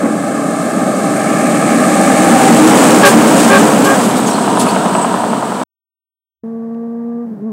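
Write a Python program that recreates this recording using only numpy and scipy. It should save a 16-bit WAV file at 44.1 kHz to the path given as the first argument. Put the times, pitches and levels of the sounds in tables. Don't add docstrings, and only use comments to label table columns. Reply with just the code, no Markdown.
import sys
import numpy as np
from scipy.fft import rfft, irfft, next_fast_len
from scipy.io import wavfile
from scipy.ndimage import map_coordinates

SR = 44100
rng = np.random.default_rng(int(sys.argv[2]) if len(sys.argv) > 2 else 0)


def transcribe(signal):
    frames = np.atleast_2d(signal).T
    limited = np.clip(frames, -1, 1)
    pcm = np.round(limited * 32767).astype(np.int16)
    wavfile.write(sys.argv[1], SR, pcm)


N = 331632
T = np.arange(N) / SR

# freq_hz, level_db
ROAD_BED = [(25, -7), (80, -4.5), (110, -6.5), (165, 8), (260, 0.5), (350, -5), (600, -3), (900, -7),
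            (1300, -16.5), (1700, -18), (2300, -30.5), (3200, -38.5), (8000, -42.5), (15700, -44.5)]
# time_s, firing_hz, level_db
BIKE_REVS = [(7.21, 236.1, -19), (7.242, 236.9, -21), (7.344, 217.4, -22.5), (7.37, 204.0, -27.5),
             (7.414, 200, -23.5), (7.452, 216.9, -18), (7.48, 228, -16.5), (7.52, 205.3, -21)]
# order, level_db
BIKE_HARMONICS = [(1, 1.5), (2, -7), (3, -18.5), (4, -32), (5, -25.5), (7, -43.5), (8, -46.5)]
# freq_hz, level_db
BURBLE = [(80, -34.5), (150, -1.5), (190, 1), (300, -9), (700, -21), (1500, -60)]
TICK = [(300, -0.5), (1800, 1.5), (5000, -18), (12000, -35)]
# freq_hz, level_db
SEMI_FAR_HISS = [(1800, -37.5), (3000, -13), (4200, -11.5), (5400, -14), (7000, -7.5), (8000, -5),
                 (8500, -2), (9300, -10), (11000, -16.5), (13000, -23), (15700, -31.5)]
SEMI_NEAR_HISS = [(1800, -31), (3000, -4.5), (4200, -5.5), (5600, -5.5), (7200, -1), (8200, 2.5),
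                  (9000, -2.5), (10500, -8.5), (13000, -23), (15700, -28)]
TRUCK_HISS = [(1800, -30.5), (3000, -1.5), (4400, -4), (5500, -8.5), (7200, -5.5), (8200, 4), (9000, -4),
              (10500, -12), (13000, -27.5), (15700, -32)]
# abreast_s, span_s, roar_db, hiss_db
WHEEL_PASSES = [(2.84, 0.069, -15, -20), (3.42, 0.096, -16, -18.5), (3.59, 0.11, -12, -19.5),
                (3.93, .14, -14.5, -24)]
# start_s, length_s, level_db
AIR_PUFFS = [(3.05, 0.021, -6), (3.388, 0.019, -20.5), (3.842, 0.0058, -16.5), (4.001, .05, -26),
             (4.163, 0.011, -24), (4.268, 0.018, -23.5), (4.593, 0.025, -19.5), (4.679, .03, -29)]
# freq_hz, level_db
AIR_HISS = [(1500, -17.5), (2800, 3), (6000, 2), (8300, 7), (11000, -2.5), (15700, -12.5)]
# start_s, length_s, pitch_hz, level_db
BRAKE_SQUEAKS = [(3.815, 0.085, 11350, -31.5), (4.025, .07, 11100, -32), (4.167, 0.026, 13360, -35.5),
                 (4.257, 0.018, 6460, -27), (4.254, 0.028, 7550, -26), (4.294, .02, 5660, -28.5),
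                 (4.33, 0.023, 4200, -29), (4.58, 0.027, 9650, -23.5), (4.612, 0.076, 2560, -29.5),
                 (4.653, 0.028, 9900, -30), (4.678, 0.019, 4440, -27.5), (4.74, 0.023, 2900, -28.5),
                 (4.915, 0.12, 8110, -23.5)]
# pitch_hz, level_db, t60_s
BLOCK_MODES = [(720, -2.5, 0.011), (970, 0, 0.01), (1222, -7, 0.01), (1590, -13, 0.012)]
# freq_hz, level_db
ENGINE_COVER = [(300, -14.5), (650, -3.5), (1400, -1.5), (2100, -13.0), (3500, -33)]
# start_s, length_s, level_db, low_pitch_hz, high_pitch_hz
HORN_TOOTS = [(3.029, 0.048, 6, 404.5, 565), (3.495, 0.079, -1.8, 399.7, 558), (3.845, .09, -9.5, 400, 553)]
# order, level_db
LOW_HORN = [(1, 0), (2, -2), (3, -5), (4, 2), (6, -11.5)]
HIGH_HORN = [(1, 3.5), (2, 0), (3, -6), (4, -23.5)]
# freq_hz, level_db
TRUCK_PIPE = [(25, -22.5), (65, -26.5), (100, -15.5), (150, -9), (190, 0), (240, 1), (300, -9.5),
              (400, -6.5), (520, -14.5), (900, -59.5)]
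SEMI_PIPE = [(25, -28), (65, -26.5), (100, -21.5), (135, -7), (150, -10), (185, 0), (235, 1), (270, 1),
             (315, 2.5), (350, -10), (420, -9), (520, -10.5), (900, -61.5)]
# freq_hz, level_db
TRUCK_ROAR = [(250, -40.5), (400, -5.5), (600, 0), (730, 5), (860, -5), (930, 6.5), (990, 3.5),
              (1070, -3.5), (1250, -3.5), (1600, -10.5), (2200, -24), (2900, -20.5), (4500, -45)]
SEMI_FAR_ROAR = [(250, -43), (400, -15.5), (450, 1), (560, 7), (640, 4), (720, -4.5), (800, 2.5),
                 (880, -11), (1200, -2.5), (1700, -10), (1950, -16), (2300, -17), (2900, -27), (4500, -49)]
SEMI_NEAR_ROAR = [(250, -34), (400, -2), (500, -2.5), (620, -2.5), (800, -4), (1000, -8), (1250, -8),
                  (1600, -13.5), (2100, -19.5), (2900, -20.5), (4500, -35.5)]
# freq_hz, level_db
RASP = [(1200, -41.5), (1550, -5.5), (1750, 5), (1950, -7), (2250, 1), (2500, -4), (2800, -9.5),
        (3300, -23.5), (5000, -44)]
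# time_s, firing_hz
SEMI_REVS = [(0, 71.24), (1.1, 72.84), (2.2, 76.84), (2.65, 77.95), (2.85, 76.84), (3.2, 75.53),
             (3.45, 74.5), (4.2, 68.03)]
# peak_s, half_length_s, third_order_db, fourth_order_db
STACK_BOOMS = [(2.52, .04, -7.5, -28), (2.65, 0.061, -24, -4.5), (3.17, .08, -4, -11),
               (3.44, .08, -12.5, -22), (3.62, 0.036, -11, -18.5)]
# abreast_s, span_s, level_db, fall_db, ahead_db
SEMI_EXHAUST_PASS, SEMI_ROAR_PASS = (3, 0.86, -6, 6.6, .5), (3, 0.71, -8, 6, 1)
SEMI_TYRE_PASS, TRUCK_TYRE_PASS = (3, 0.7256, -18, 9.5, 4.5), (4.5, 0.87, -27, 10.5, -0.4)
INJECTOR_PASS, FAN_PASS = (2.5, 0.83, -23, 9, 3), (2.5, 0.34, -12.5, 10.5, -0.5)
TRUCK_EXHAUST_PASS, TRUCK_ROAR_PASS = (4.5, 0.62, -15.5, 6.5, 0.5), (4.81, .56, -13.05, 9, .1)

WHEEL_FALL_DB = 10
NOSE_S, NOSE_TURN_S = 2.4, .11


def amp(db):
    return 10 ** (np.asarray(db) / 20)


def unit(x):
    return x / np.sqrt(np.mean(x ** 2) + 1e-20)


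def curves(rows):
    times, *columns = np.transpose(rows)
    return [np.interp(T, times, column) for column in columns]


def wobble(rate):
    return map_coordinates(rng.standard_normal(int(N * rate / SR) + 4), [T * rate])


def noise():
    return rng.standard_normal(N)


def filtered(x, response):
    size = next_fast_len(N + SR // 2)
    return irfft(rfft(x, size) * response(np.fft.rfftfreq(size, 1 / SR)), size)[:N]


def coloured(x, eq):
    freqs, db = np.transpose(eq)
    return unit(filtered(x, lambda hz: amp(np.interp(np.log(hz + 1), np.log(freqs), db))))


def ringing(hz, width_hz):
    return unit(filtered(noise(), lambda f: 1 / (1 + ((f - hz) / width_hz) ** 2)))


def blend(a, b, share):
    share = np.clip(share, 0, 1)
    return np.sqrt(1 - share) * a + np.sqrt(share) * b


def burst(start, length, attack, t60):
    age = np.maximum(T - start, 0)
    return (1 - np.exp(-age / attack)) * amp(-60 * np.maximum(age - length, 0) / t60)


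def crossing(at_s, turn_s):
    return (1 + np.tanh((T - at_s) / (2 * turn_s))) / 2


def drive_by(abreast_s, span_s, db, fall_db, ahead_db):
    along = (T - abreast_s) / span_s
    distance = np.hypot(1, along)
    return amp(db - fall_db * np.log2(distance) - ahead_db * along / distance)


def firings(turns, scatter_db, cylinders=6):
    at = np.flatnonzero(np.diff(np.floor(turns)) > 0)
    cylinder_offset = rng.standard_normal(cylinders)[np.arange(len(at)) % cylinders]
    pulses = np.zeros(N)
    pulses[at] = amp(scatter_db * (cylinder_offset + noise()[:len(at)]))
    return unit(pulses)


def throb(turns, depth, decay):
    return unit(1 + depth * np.exp(-(turns % 1) / decay))


def open_road():
    tick = amp(-45) * burst(6.746, 0.0018, attack=.0005, t60=.015) * coloured(noise(), TICK)
    return tick + amp(-40) * coloured(noise(), ROAD_BED)


def motorcycle(shift_s=7.245, climb_hz_per_s=12, approach_db_per_s=3.5):
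    hz, db = curves(BIKE_REVS)
    to_shift = np.maximum(shift_s - T, 0)
    hz, db = hz - climb_hz_per_s * to_shift, db - approach_db_per_s * to_shift
    closed = 0.74 * burst(shift_s, .172, attack=.012, t60=.18)
    jitter = 0.0038 * wobble(60) + 0.036 * closed * wobble(110)
    phase = 2 * np.pi * np.cumsum(hz * (1 + jitter)) / SR
    drone = np.zeros(N)
    for order, order_db in BIKE_HARMONICS:
        closed_db = -7 * closed * np.log2(order)
        waver_db = (0.4 + np.log2(order)) * wobble(25)
        drone += amp(order_db + closed_db + waver_db) * np.sin(order * phase + rng.uniform(0, 2 * np.pi))
    burble = amp(-31) * closed * coloured(noise(), BURBLE)
    return amp(db + 2.2 * closed * wobble(60)) * drone + burble


def thud():
    body = blend(coloured(noise(), SEMI_PIPE), coloured(noise(), SEMI_FAR_ROAR), 0.18)
    return amp(-9) * burst(0.027, .035, attack=.006, t60=.2) * body


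def tyres():
    grit = amp(0.73 * wobble(150))
    far, near = coloured(noise(), SEMI_FAR_HISS), coloured(noise(), SEMI_NEAR_HISS)
    hiss = drive_by(*SEMI_TYRE_PASS) * blend(far, near, crossing(NOSE_S, NOSE_TURN_S))
    hiss += drive_by(*TRUCK_TYRE_PASS) * coloured(noise(), TRUCK_HISS)
    roar = np.zeros(N)
    for abreast, span, roar_db, hiss_db in WHEEL_PASSES:
        roar += drive_by(abreast, span, roar_db, WHEEL_FALL_DB, 0) * coloured(noise(), SEMI_NEAR_ROAR)
        hiss += drive_by(abreast, span, hiss_db, WHEEL_FALL_DB, 0) * coloured(noise(), SEMI_NEAR_HISS)
    return roar + grit * hiss


def brakes():
    air = coloured(noise(), AIR_HISS)
    puffs = sum(amp(db) * burst(start, length, attack=0.0023, t60=0.18)
                for start, length, db in AIR_PUFFS)
    squeaks = sum(amp(db) * burst(start, length, attack=.35 * length, t60=.12) * ringing(hz, 230)
                  for start, length, hz, db in BRAKE_SQUEAKS)
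    return air * puffs + squeaks


def knocks(cycles, cycle_hz, rebound_s=.0047, rebound_db=-2):
    age = (cycles % 1) / cycle_hz
    cycle = (np.floor(cycles) - np.floor(cycles[0])).astype(int)
    blows = np.zeros(N)
    for delay, blow_db in [(0, 0), (rebound_s, rebound_db)]:
        t = np.maximum(age - delay, 0)
        for hz, db, t60 in BLOCK_MODES:
            scatter_db, detune = rng.standard_normal((cycle[-1] + 1, 2))[cycle].T
            envelope = amp(blow_db + db + scatter_db - 60 * t / t60)
            blows += envelope * np.sin(2 * np.pi * hz * (1 + 0.05 * detune) * t)
    return coloured(blows, ENGINE_COVER)


def second_truck(knock_s=4.478, cycle_hz=10.55):
    cycles = (T - knock_s) * cycle_hz
    turns = cycles * 6
    exhaust = coloured(blend(noise(), firings(turns, scatter_db=2.5), 0.12), TRUCK_PIPE)
    roar = coloured(noise() * throb(turns, depth=0.41, decay=.3), TRUCK_ROAR)
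    roar = blend(roar, knocks(cycles, cycle_hz), .3)
    return drive_by(*TRUCK_EXHAUST_PASS) * exhaust + drive_by(*TRUCK_ROAR_PASS) * roar


def horn():
    toots = np.zeros(N)
    for start, length, db, *pitches in HORN_TOOTS:
        chord = np.zeros(N)
        for hz, harmonics in zip(pitches, [LOW_HORN, HIGH_HORN]):
            phase = 2 * np.pi * np.cumsum(hz * (1 + .011 * wobble(90))) / SR
            for order, order_db in harmonics:
                chord += amp(order_db) * np.sin(order * phase + rng.uniform(0, 2 * np.pi))
        toots += amp(db) * unit(chord) * burst(start, length, attack=0.011, t60=0.063)
    return toots


def semi_grille(turns, load_db=6):
    rasp = coloured(noise() * throb(turns, depth=1.5, decay=.25), RASP)
    load = amp(load_db * (crossing(1.15, .015) - 1))
    fan = ringing(785, width_hz=27)
    return load * drive_by(*INJECTOR_PASS) * rasp + drive_by(*FAN_PASS) * fan


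def semi_stack(firing_hz):
    phase = 2 * np.pi * np.cumsum(firing_hz * (1 + .014 * wobble(30))) / SR
    swells = sum(amp(levels)[:, None] / np.cosh((T - peak) / half) ** 2
                 for peak, half, *levels in STACK_BOOMS)
    third, fourth = (np.sqrt(2) * swell * amp(2.5 * wobble(35)) for swell in swells)
    return third * np.sin(3 * phase) + fourth * np.sin(4 * phase)


def semi(turns, reflection_s=0.002076, screen_db=-6.5):
    nearness = crossing(NOSE_S, NOSE_TURN_S)
    exhaust = coloured(blend(noise(), firings(turns, scatter_db=3.5), 0.16), SEMI_PIPE)
    far = coloured(noise() * throb(turns, depth=0.37, decay=.25), SEMI_FAR_ROAR)
    reflection = filtered(far, lambda hz: np.exp(-2j * np.pi * hz * reflection_s))
    hollow = 0.63 * (1 - nearness)
    far = (far - hollow * reflection) / np.sqrt(1 + hollow ** 2)
    near = coloured(noise() * throb(turns, depth=.6, decay=.25), SEMI_NEAR_ROAR)
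    roar = blend(far, near, nearness)
    screen = amp(screen_db * crossing(4.02, 0.13))
    return screen * (drive_by(*SEMI_EXHAUST_PASS) * exhaust + drive_by(*SEMI_ROAR_PASS) * roar)


def scene(cut_s=5.637, resume_s=6.435):
    firing_hz = curves(SEMI_REVS)[0]
    turns = np.cumsum(firing_hz) / SR
    trucks = semi(turns) + second_truck() + semi_stack(firing_hz) + semi_grille(turns)
    trucks += horn() + brakes() + tyres() + thud()
    fade_out = np.clip((cut_s - T) / .003, 0, 1)
    fade_in = np.clip((T - resume_s) / .002, 0, 1)
    return (fade_out * trucks + fade_in * (motorcycle() + open_road()))[None]


def record(dry, ceiling=0.82, hardness=4.6, low_cut_hz=100, deep_db=-19.0, top_hz=15780):
    squashed = dry[0] / (1 + np.abs(dry[0] / ceiling) ** hardness) ** (1 / hardness)
    low_cut = lambda hz: np.maximum(1 - 1 / (1 + (hz / low_cut_hz) ** 6), amp(deep_db))
    return filtered(squashed, lambda hz: low_cut(hz) * (hz < top_hz))[None]


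dry = scene()
out = record(dry)
transcribe(out)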